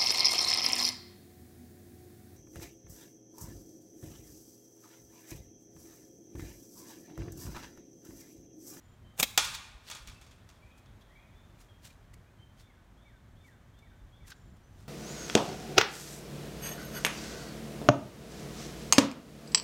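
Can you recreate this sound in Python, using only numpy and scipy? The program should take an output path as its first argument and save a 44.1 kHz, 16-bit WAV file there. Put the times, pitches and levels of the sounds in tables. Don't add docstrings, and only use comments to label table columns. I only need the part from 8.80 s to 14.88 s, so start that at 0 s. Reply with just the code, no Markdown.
import sys
import numpy as np
from scipy import signal
from scipy.fft import rfft, irfft, next_fast_len
from scipy.io import wavfile
from scipy.ndimage import map_coordinates

SR = 44100
rng = np.random.default_rng(int(sys.argv[2]) if len(sys.argv) > 2 else 0)


def generate_wav(signal):
    frames = np.transpose(np.atleast_2d(signal))
    scaled = np.clip(frames, -1, 1) * 32767
    pcm = np.round(scaled).astype(np.int16)
    wavfile.write(sys.argv[1], SR, pcm)


N = 268128


# f/Hz, level/dB
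SNAP_SPECTRUM = [(40, -15), (110, -6.5), (190, 5), (330, -8.5), (600, 4), (1300, -1), (2500, -1.5),
                 (4500, -9), (6600, 1.5), (8500, 0.5), (10300, -7), (12500, -1), (16000, -7)]
SMACK_SPECTRUM = [(60, -17.5), (180, -8.5), (350, -20.5), (700, -17.5), (1400, -20.5), (2300, 1.5),
                  (2800, -7), (3400, 4.5), (4200, -5), (7000, -10), (10300, -15.5), (13000, -9.5),
                  (16000, -16)]
# t/s, level/dB, rebound/dB re snap, share of smack
SNAPS = [(.4, -17, -7, .08), (0.4301, -14.5, -7.5, 0.7)]
# t/s, level/dB, share of smack
CLICKS = [(0.3785, -41, .2), (.4319, -16.5, .5)]
SNAP_RISE_S, SNAP_T60_S, REBOUND_LAG_S, REBOUND_T60_S = 0.0015, 0.014, 0.005, 0.043
SWISH_DB, SWISH_RISE_S, SWISH_T60_S = -12.5, 0.0068, 0.07
FLAP_DB, FLAP_LAG_S = -21, 0.00296
CLICK_RISE_S, CLICK_T60_S = 0.0002, 0.004

# f/Hz, level/dB, t60/s
CAN_MODES = [(835, -8, .08), (885, -14, .2), (912, -12, .22), (1133, -11, .24), (1200, -13, .24),
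             (1250, -8, .2), (1436, -7, .22), (1511, -14, .17), (1857, -7, .11), (2229, -9, .14),
             (2275, -7, .1), (2395, -9, .22), (2432, -3, .1), (2540, -11, .16), (3335, -1, .14),
             (3475, -8, .13), (3578, -3, .13), (4480, -6, .1), (4582, -10, .2), (5285, -6, .16),
             (5622, -5, .11), (5990, -5, .12), (6340, -3, .12), (6757, -4, .14), (7311, -9, .17),
             (9355, -16, .2), (11250, -13, .1)]
# f/Hz, level/dB
WALL_SPECTRUM = [(150, -38), (330, -11.5), (700, -9), (950, -3.5), (1400, -4), (2000, -3), (2400, 2.5),
                 (2900, -1.5), (3500, 2), (5000, -2.5), (6500, -4), (8500, -6), (10300, -11.5),
                 (15500, -16.5)]
# f/Hz, t60/s
WALL_DECAY = [(300, 0.19), (1200, 0.21), (4000, 0.12), (8000, .13), (15000, 0.061)]
# f/Hz, level/dB
CRACK_SPECTRUM = [(200, -19.5), (800, -3.5), (1700, -10), (3600, -1.5), (6500, 3), (8500, -2), (10300, -14),
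                  (12500, -5.5), (16000, -13)]
DENT_SPECTRUM = [(60, -25.5), (220, -22.5), (350, -9.5), (600, -1.5), (900, 3), (1500, -10), (4000, -37)]
# level/dB, crack/dB, dent/dB, modes/dB, decay factor, rattle depth/dB
STRIKE = (-22, 9, -4.5, -6, 1.05, 0.5)
# t/s, level/dB
TUMBLES = [(1.0998, -44.5), (1.113, -45.5), (1.1496, -48.5), (1.274, -51), (1.297, -57.5), (1.346, -77),
           (1.4135, -59), (1.465, -63.5), (1.511, -63), (1.69, -60.5)]
STRIKE_S = 0.5764
LANDING_CRACK_DB, CRACK_PER_DB = 5, 0.2
GROUND_DENT_DB, GROUND_MODES_DB, GROUND_DECAY_FACTOR, GROUND_RATTLE_DB = -9, -8, 1.45, 3

# t/s, level/dB, t60/s,
# share of dull rubbing
RUBS = [(1.087, -51, 0.2, 0.62), (1.984, -65, 0.081, 0.03), (2.061, -62.5, .025, .7),
        (2.215, -66, 0.069, .5), (2.812, -61.5, .17, 0), (3.055, -50, 0.11, 0.3), (3.076, -56.5, .04, 0),
        (3.107, -62, 0.16, 0.44), (3.341, -54, 0.027, 0.01), (3.803, -59.5, 0.15, 0.43),
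        (4.67, -69, 0.28, 0), (4.992, -62, 0.028, .3), (5.481, -51, 0.069, 0), (5.507, -50.5, 0.065, 0),
        (5.521, -50, .055, 0.98), (5.769, -67.5, .05, 0.2), (6.01, -67.5, 0.54, 0.23)]
# f/Hz, level/dB
BRISK_SPECTRUM = [(200, -4), (900, 1), (2000, 3), (3500, 1), (7000, 4), (10300, -2.5), (13000, -3.5),
                  (16000, -9)]
DULL_SPECTRUM = [(200, -20), (1150, -16), (1500, -3), (2000, -11), (3500, -1.5), (5500, -7), (9000, -31),
                 (16000, -37)]
# t/s, level/dB, length/s, start f/Hz, end f/Hz
SQUEAKS = [(3.096, -60, 0.024, 2610, 2283), (3.336, -56.5, 0.01, 2000, 1750), (5.5, -53, .014, 6400, 3650),
           (5.514, -47.5, 0.016, 1724, 1410)]
RISE_PER_T60 = 0.12

# start t/s, end t/s, gap/s, level/dB
CHIP_RUNS = [(0.023, .4, .265, -65.5), (1.609, 2.58, .15, -57.5)]
# length/s, start f/Hz, end f/Hz, share scattered
CHIP = (.024, 3950, 3200, .6)
# t/s, level/dB, length/s, start f/Hz, end f/Hz, share scattered
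WHISTLES = [(-.03, -71.5, .2, 6850, 7200, .07), (.04, -72, .12, 3200, 3174, .5),
            (.24, -65.5, .11, 3080, 3120, .8), (1.335, -56.5, 0.063, 2546, 2650, 0.36),
            (1.809, -60.5, 0.11, 2310, 2540, 0.86), (2.27, -64, 0.13, 1850, 2200, .95),
            (2.348, -59, .12, 2264, 2513, 0.55), (2.293, -66.5, 0.093, 3250, 3300, 0.7),
            (2.55, -62.5, 0.13, 3480, 3567, 0.64), (2.769, -67, .05, 2350, 2480, 0.4),
            (2.885, -63.5, 0.09, 3280, 3190, 0.57), (3.33, -69.5, 0.15, 2250, 1476, 0.65),
            (3.451, -65, 0.0555, 2310, 2476, 0), (3.584, -58.5, 0.076, 3130, 3114, 0.26),
            (5.548, -74, 0.22, 7080, 7200, .25), (5.56, -79, 0.14, 5510, 5500, .3),
            (5.83, -68.5, 0.057, 5900, 6200, 0.6)]
SONG_S, SONG_GAP_S, SONG_PAIRS, SONG_WARMUP_DB = 3.783, 0.384, 5, 3
UP_DB, DOWN_DB, DOWN_LAG_S = -63, -61.5, 0.081
GLIDE_EASE, GLIDE_MIDPOINT = 3.5, 0.34
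WHISTLE_ATTACK_S, WHISTLE_SAG_DB, WHISTLE_RELEASE_S = 0.011, 8.5, 0.017

# f/Hz, t60/s
WOOD_DECAY = [(200, 0.55), (1000, 1), (3000, .8), (6500, .65), (10000, 0.62), (15000, 0.55)]
# f/Hz, level/dB
WOOD_SPECTRUM = [(100, -8.5), (650, -5.5), (1000, 0), (2000, -3), (6500, -2), (10000, -2), (15000, -5.5)]
ECHO_SPECTRUM = [(300, -15), (700, -9.5), (1000, 6), (1500, 2), (2500, -4.5), (4000, 2.5), (7000, 0),
                 (13000, 0.5)]
# delay/s, level/dB before trees() adds echo_db
ECHOES = [(.074, -14), (.174, -17)]

# f/Hz, level/dB
RUMBLE_SPECTRUM = [(13, -37.5), (22, -15.5), (43, 1), (76, -3), (108, -0.5), (144, -8.5), (258, -13.5),
                   (299, -25), (350, -19.5), (400, -25.5), (520, -48.5), (880, -120)]
RUSH_SPECTRUM = [(150, -26), (250, -3), (459, -6.5), (627, -4.5), (772, -7.5), (967, -8), (1740, -10.5),
                 (2740, -18.5), (3200, -17), (4860, -24), (6300, -23), (10400, -30), (15000, -30),
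                 (15800, -36.5)]
# t/s, level/dB
RUMBLE_LEVEL = [(0.0, -64), (0.05, -59), (0.36, -55.5), (1.18, -60), (1.29, -56.5), (1.32, -59),
                (5.01, -57), (5.21, -57), (6.08, -55)]
RUSH_LEVEL = [(0.05, -65.5), (0.35, -64.5), (1.9, -63.5), (2.67, -63.5), (3.91, -65.5), (5.9, -64.5),
              (6.08, -63)]
# t/s, level/dB
BUFFETS = [(.96, -42.5), (1.223, -47.5), (1.288, -44), (1.42, -50), (5.249, -45.5), (5.44, -47)]
BAND_LIMIT_HZ = 15900


def slingshot():
    first_s, first_db, _, first_share = SNAPS[0]
    slaps = [(first_s, first_db + SWISH_DB, SWISH_RISE_S, SWISH_T60_S, first_share)]
    for s, db, rebound_db, share in SNAPS:
        slaps.append((s, db, SNAP_RISE_S, SNAP_T60_S, share))
        slaps.append((s + REBOUND_LAG_S, db + rebound_db, SNAP_RISE_S / 2, REBOUND_T60_S, share))
    slaps += [(s, db, CLICK_RISE_S, CLICK_T60_S, share) for s, db, share in CLICKS]
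    flaps = [(s + FLAP_LAG_S, db + FLAP_DB) for s, db, _, _ in SNAPS]
    rubber = strokes(slaps, SNAP_SPECTRUM, SMACK_SPECTRUM, grain_db=1, grain_rate=2700)
    return rubber + puffs(flaps, width=0.007, pitch_hz=178.15)


def strokes(rows, main_spectrum, other_spectrum, grain_db, grain_rate):
    out = np.zeros(N)
    t = np.arange(-SR // 5, SR // 3) / SR
    for s, db, rise, t60, share in rows:
        share = np.clip(share, 0, 1)
        main = np.sqrt(1 - share) * noise(main_spectrum, len(t))
        other = np.sqrt(share) * noise(other_spectrum, len(t))
        grain = unit(amp(grain_db * wobble(grain_rate, len(t))))
        shape = np.exp(np.minimum(t, 0) / rise) * fade(np.maximum(t, 0), t60)
        add(out, s + t[0], amp(db) * shape * grain * (main + other))
    return out


def can(wall_db, crack_t60, dent_t60, rattle_rate, wood_db, ring_wet_db, buckle):
    direct, rings, kicks = np.zeros((3, N))
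    t = np.arange(SR // 2) / SR
    for s, db, crack_db, dent_db, modes_db, decay_factor, rattle_db in blows():
        steps = rng.standard_normal((len(CAN_MODES), len(t)))
        drift = buckle * np.cumsum(steps, axis=1) / np.sqrt(SR)
        ring = np.zeros(len(t))
        for (hz, level, t60), turns in zip(CAN_MODES, drift):
            gain = amp(level + rng.normal(0, 1.5))
            phase = hz * t + rng.random() + turns
            ring += gain * fade(t, t60 * decay_factor) * np.sin(2 * np.pi * phase)
        rattle = unit(amp(rattle_db * wobble(rattle_rate, SR)[:len(t)]))
        wall_decay = [(hz, t60 * decay_factor) for hz, t60 in WALL_DECAY]
        wall = amp(wall_db) * rattle * dying(WALL_SPECTRUM, wall_decay, len(t))
        crack = amp(crack_db) * fade(t, crack_t60) * noise(CRACK_SPECTRUM, len(t))
        dent = amp(dent_db) * fade(t, dent_t60) * noise(DENT_SPECTRUM, len(t))
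        add(direct, s, amp(db) * (wall + crack + dent))
        add(rings, s, amp(db + modes_db) * ring)
        add(kicks, s, amp([db + wood_db]))
    burst = filtered(kicks, lambda hz: amp(along(WALL_SPECTRUM, hz)))
    to_wood = burst + amp(ring_wet_db) * rings
    return direct + rings + trees(to_wood, scatter_db=-6.5, build_up=0.017, echo_t60=0.063)


def blows():
    landing_db = TUMBLES[0][1]
    rows = [(STRIKE_S, *STRIKE)]
    for s, db in TUMBLES:
        crack_db = LANDING_CRACK_DB + CRACK_PER_DB * (db - landing_db)
        rows.append((s, db, crack_db, GROUND_DENT_DB, GROUND_MODES_DB,
                     GROUND_DECAY_FACTOR, GROUND_RATTLE_DB))
    return rows


def hands():
    rubs = [(s, db, RISE_PER_T60 * t60, t60, share) for s, db, t60, share in RUBS]
    rubbing = strokes(rubs, BRISK_SPECTRUM, DULL_SPECTRUM, grain_db=2.5, grain_rate=590)
    return rubbing + squeaks(rough=0.095)


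def squeaks(rough):
    out = np.zeros(N)
    for s, db, length, start_hz, end_hz in SQUEAKS:
        u = np.linspace(0, 1, int(length * SR))
        roughness = np.exp(rough * wobble(1400, SR)[:len(u)])
        pitch = start_hz * (end_hz / start_hz) ** u * roughness
        tone = np.sin(2 * np.pi * np.cumsum(pitch) / SR)
        add(out, s, amp(db) * np.sin(np.pi * u) * tone)
    return out


def birds(waver, flutter_db, canopy_t60):
    out = np.zeros(N)
    after = np.arange(SR // 2) / SR
    for s, db, length, start_hz, end_hz, scattered, glide_s in notes():
        t = np.arange(int(length * SR)) / SR
        glide = end_hz + (start_hz - end_hz) / (1 + (t / glide_s) ** GLIDE_EASE)
        pitch = glide * (1 + waver * wobble(200, SR)[:len(t)])
        gate = np.clip(np.minimum(t / WHISTLE_ATTACK_S, (length - t) / WHISTLE_RELEASE_S), 0, 1)
        sag_db = WHISTLE_SAG_DB * np.sqrt(t / length)
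        loudness = gate * amp(db - sag_db + flutter_db * wobble(88, SR)[:len(t)])
        whistle = loudness * np.sin(2 * np.pi * np.cumsum(pitch) / SR)
        scattered = np.clip(scattered, 0, 1)
        canopy = rng.standard_normal(len(after)) * fade(after, canopy_t60)
        smeared = signal.fftconvolve(whistle, canopy / np.linalg.norm(canopy))
        add(out, s, np.sqrt(1 - scattered) * whistle)
        add(out, s, np.sqrt(scattered) * smeared)
    return out


def notes():
    # length/s, start f/Hz, end f/Hz, share scattered by the trees, time to mid-glide/s
    up_slur = (0.11, 3250, 3590, 0.7, 0.025)
    down_slur = (0.145, 2280, 1440, 0.18, 0.062)
    rows = []
    for k in range(SONG_PAIRS):
        s = SONG_S + k * SONG_GAP_S
        shy_db = SONG_WARMUP_DB / (1 + k) ** 2
        rows.append((s, UP_DB - shy_db, *up_slur))
        rows.append((s + DOWN_LAG_S, DOWN_DB - shy_db, *down_slur))
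    chips = [(s, db, *CHIP) for start, end, gap, db in CHIP_RUNS for s in np.arange(start, end, gap)]
    for s, db, length, *shape in chips + WHISTLES:
        rows.append((s, db, length, *shape, GLIDE_MIDPOINT * length))
    return rows


def trees(x, scatter_db, build_up, echo_t60, echo_db=0):
    t = np.arange(SR) / SR
    tail = dying(WOOD_SPECTRUM, WOOD_DECAY, len(t)) * (1 - np.exp(-t / build_up))
    answer = amp(scatter_db) * tail / np.linalg.norm(tail)
    for delay, db in ECHOES:
        echo = noise(ECHO_SPECTRUM, len(t)) * fade(np.abs(t - delay), echo_t60)
        answer = answer + amp(db + echo_db) * echo / np.linalg.norm(echo)
    return signal.fftconvolve(x, answer)[:N]


def air(rumble_db, rush_db, gust_db):
    t = np.arange(N) / SR
    rumble_level = np.interp(t, *np.transpose(RUMBLE_LEVEL)) + rumble_db
    rush_level = np.interp(t, *np.transpose(RUSH_LEVEL)) + rush_db
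    rumble = amp(rumble_level + gust_db * wobble(12, N)) * noise(RUMBLE_SPECTRUM, N)
    return rumble + amp(rush_level) * noise(RUSH_SPECTRUM, N)


def puffs(rows, width, pitch_hz):
    out = np.zeros(N)
    t = np.arange(-SR // 10, SR // 10) / SR
    for s, db in rows:
        turns = np.cumsum(pitch_hz * np.exp(0.22 * wobble(60, len(t)))) / SR
        add(out, s + t[0], amp(db) * np.exp(-(t / width) ** 2) * np.sin(2 * np.pi * turns))
    return out


def amp(db):
    return 10 ** (np.asarray(db) / 20)


def unit(x):
    return x / np.sqrt(np.mean(x ** 2) + 1e-20)


def along(points, hz):
    f, v = np.transpose(points)
    return np.interp(np.log(hz + 1), np.log(f), v)


def filtered(x, response):
    m = next_fast_len(len(x) + SR // 4)
    hz = np.fft.rfftfreq(m, 1 / SR)
    return irfft(rfft(x, m) * response(hz), m)[:len(x)]


def noise(spectrum, size):
    return unit(filtered(rng.standard_normal(size), lambda hz: amp(along(spectrum, hz))))


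def dying(spectrum, decay, size):
    hz, t, z = signal.stft(noise(spectrum, size), SR, nperseg=256)
    loss_db = -60 * t / along(decay, hz)[:, None]
    return signal.istft(z * amp(loss_db), SR, nperseg=256)[1][:size]


def fade(t, t60):
    return np.exp(-np.log(1000) * t / t60)


def wobble(rate, size):
    knots = rng.standard_normal(int(size * rate / SR) + 4)
    return map_coordinates(knots, [np.arange(size) * rate / SR])


def add(track, s, sound):
    start = round(s * SR)
    part = sound[max(-start, 0):max(N - start, 0)]
    track[max(start, 0):][:len(part)] += part


def scene():
    near = slingshot() + hands()
    near = near + trees(near, scatter_db=-18.5, build_up=0.004, echo_t60=0.07, echo_db=-16)
    target = can(wall_db=0.5, crack_t60=0.026, dent_t60=0.066, rattle_rate=440,
                 wood_db=33.0, ring_wet_db=-7, buckle=1.1)
    song = birds(waver=0.009, flutter_db=4.0, canopy_t60=0.93)
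    breeze = air(rumble_db=0.5, rush_db=-1.5, gust_db=1.8)
    buffets = puffs(BUFFETS, width=0.016, pitch_hz=51.2)
    return (near + target + song + breeze + buffets)[None]


def record(dry):
    return filtered(dry[0], lambda hz: 1 / np.sqrt(1 + (hz / BAND_LIMIT_HZ) ** 300))[None]


dry = scene()
out = record(dry)
generate_wav(out)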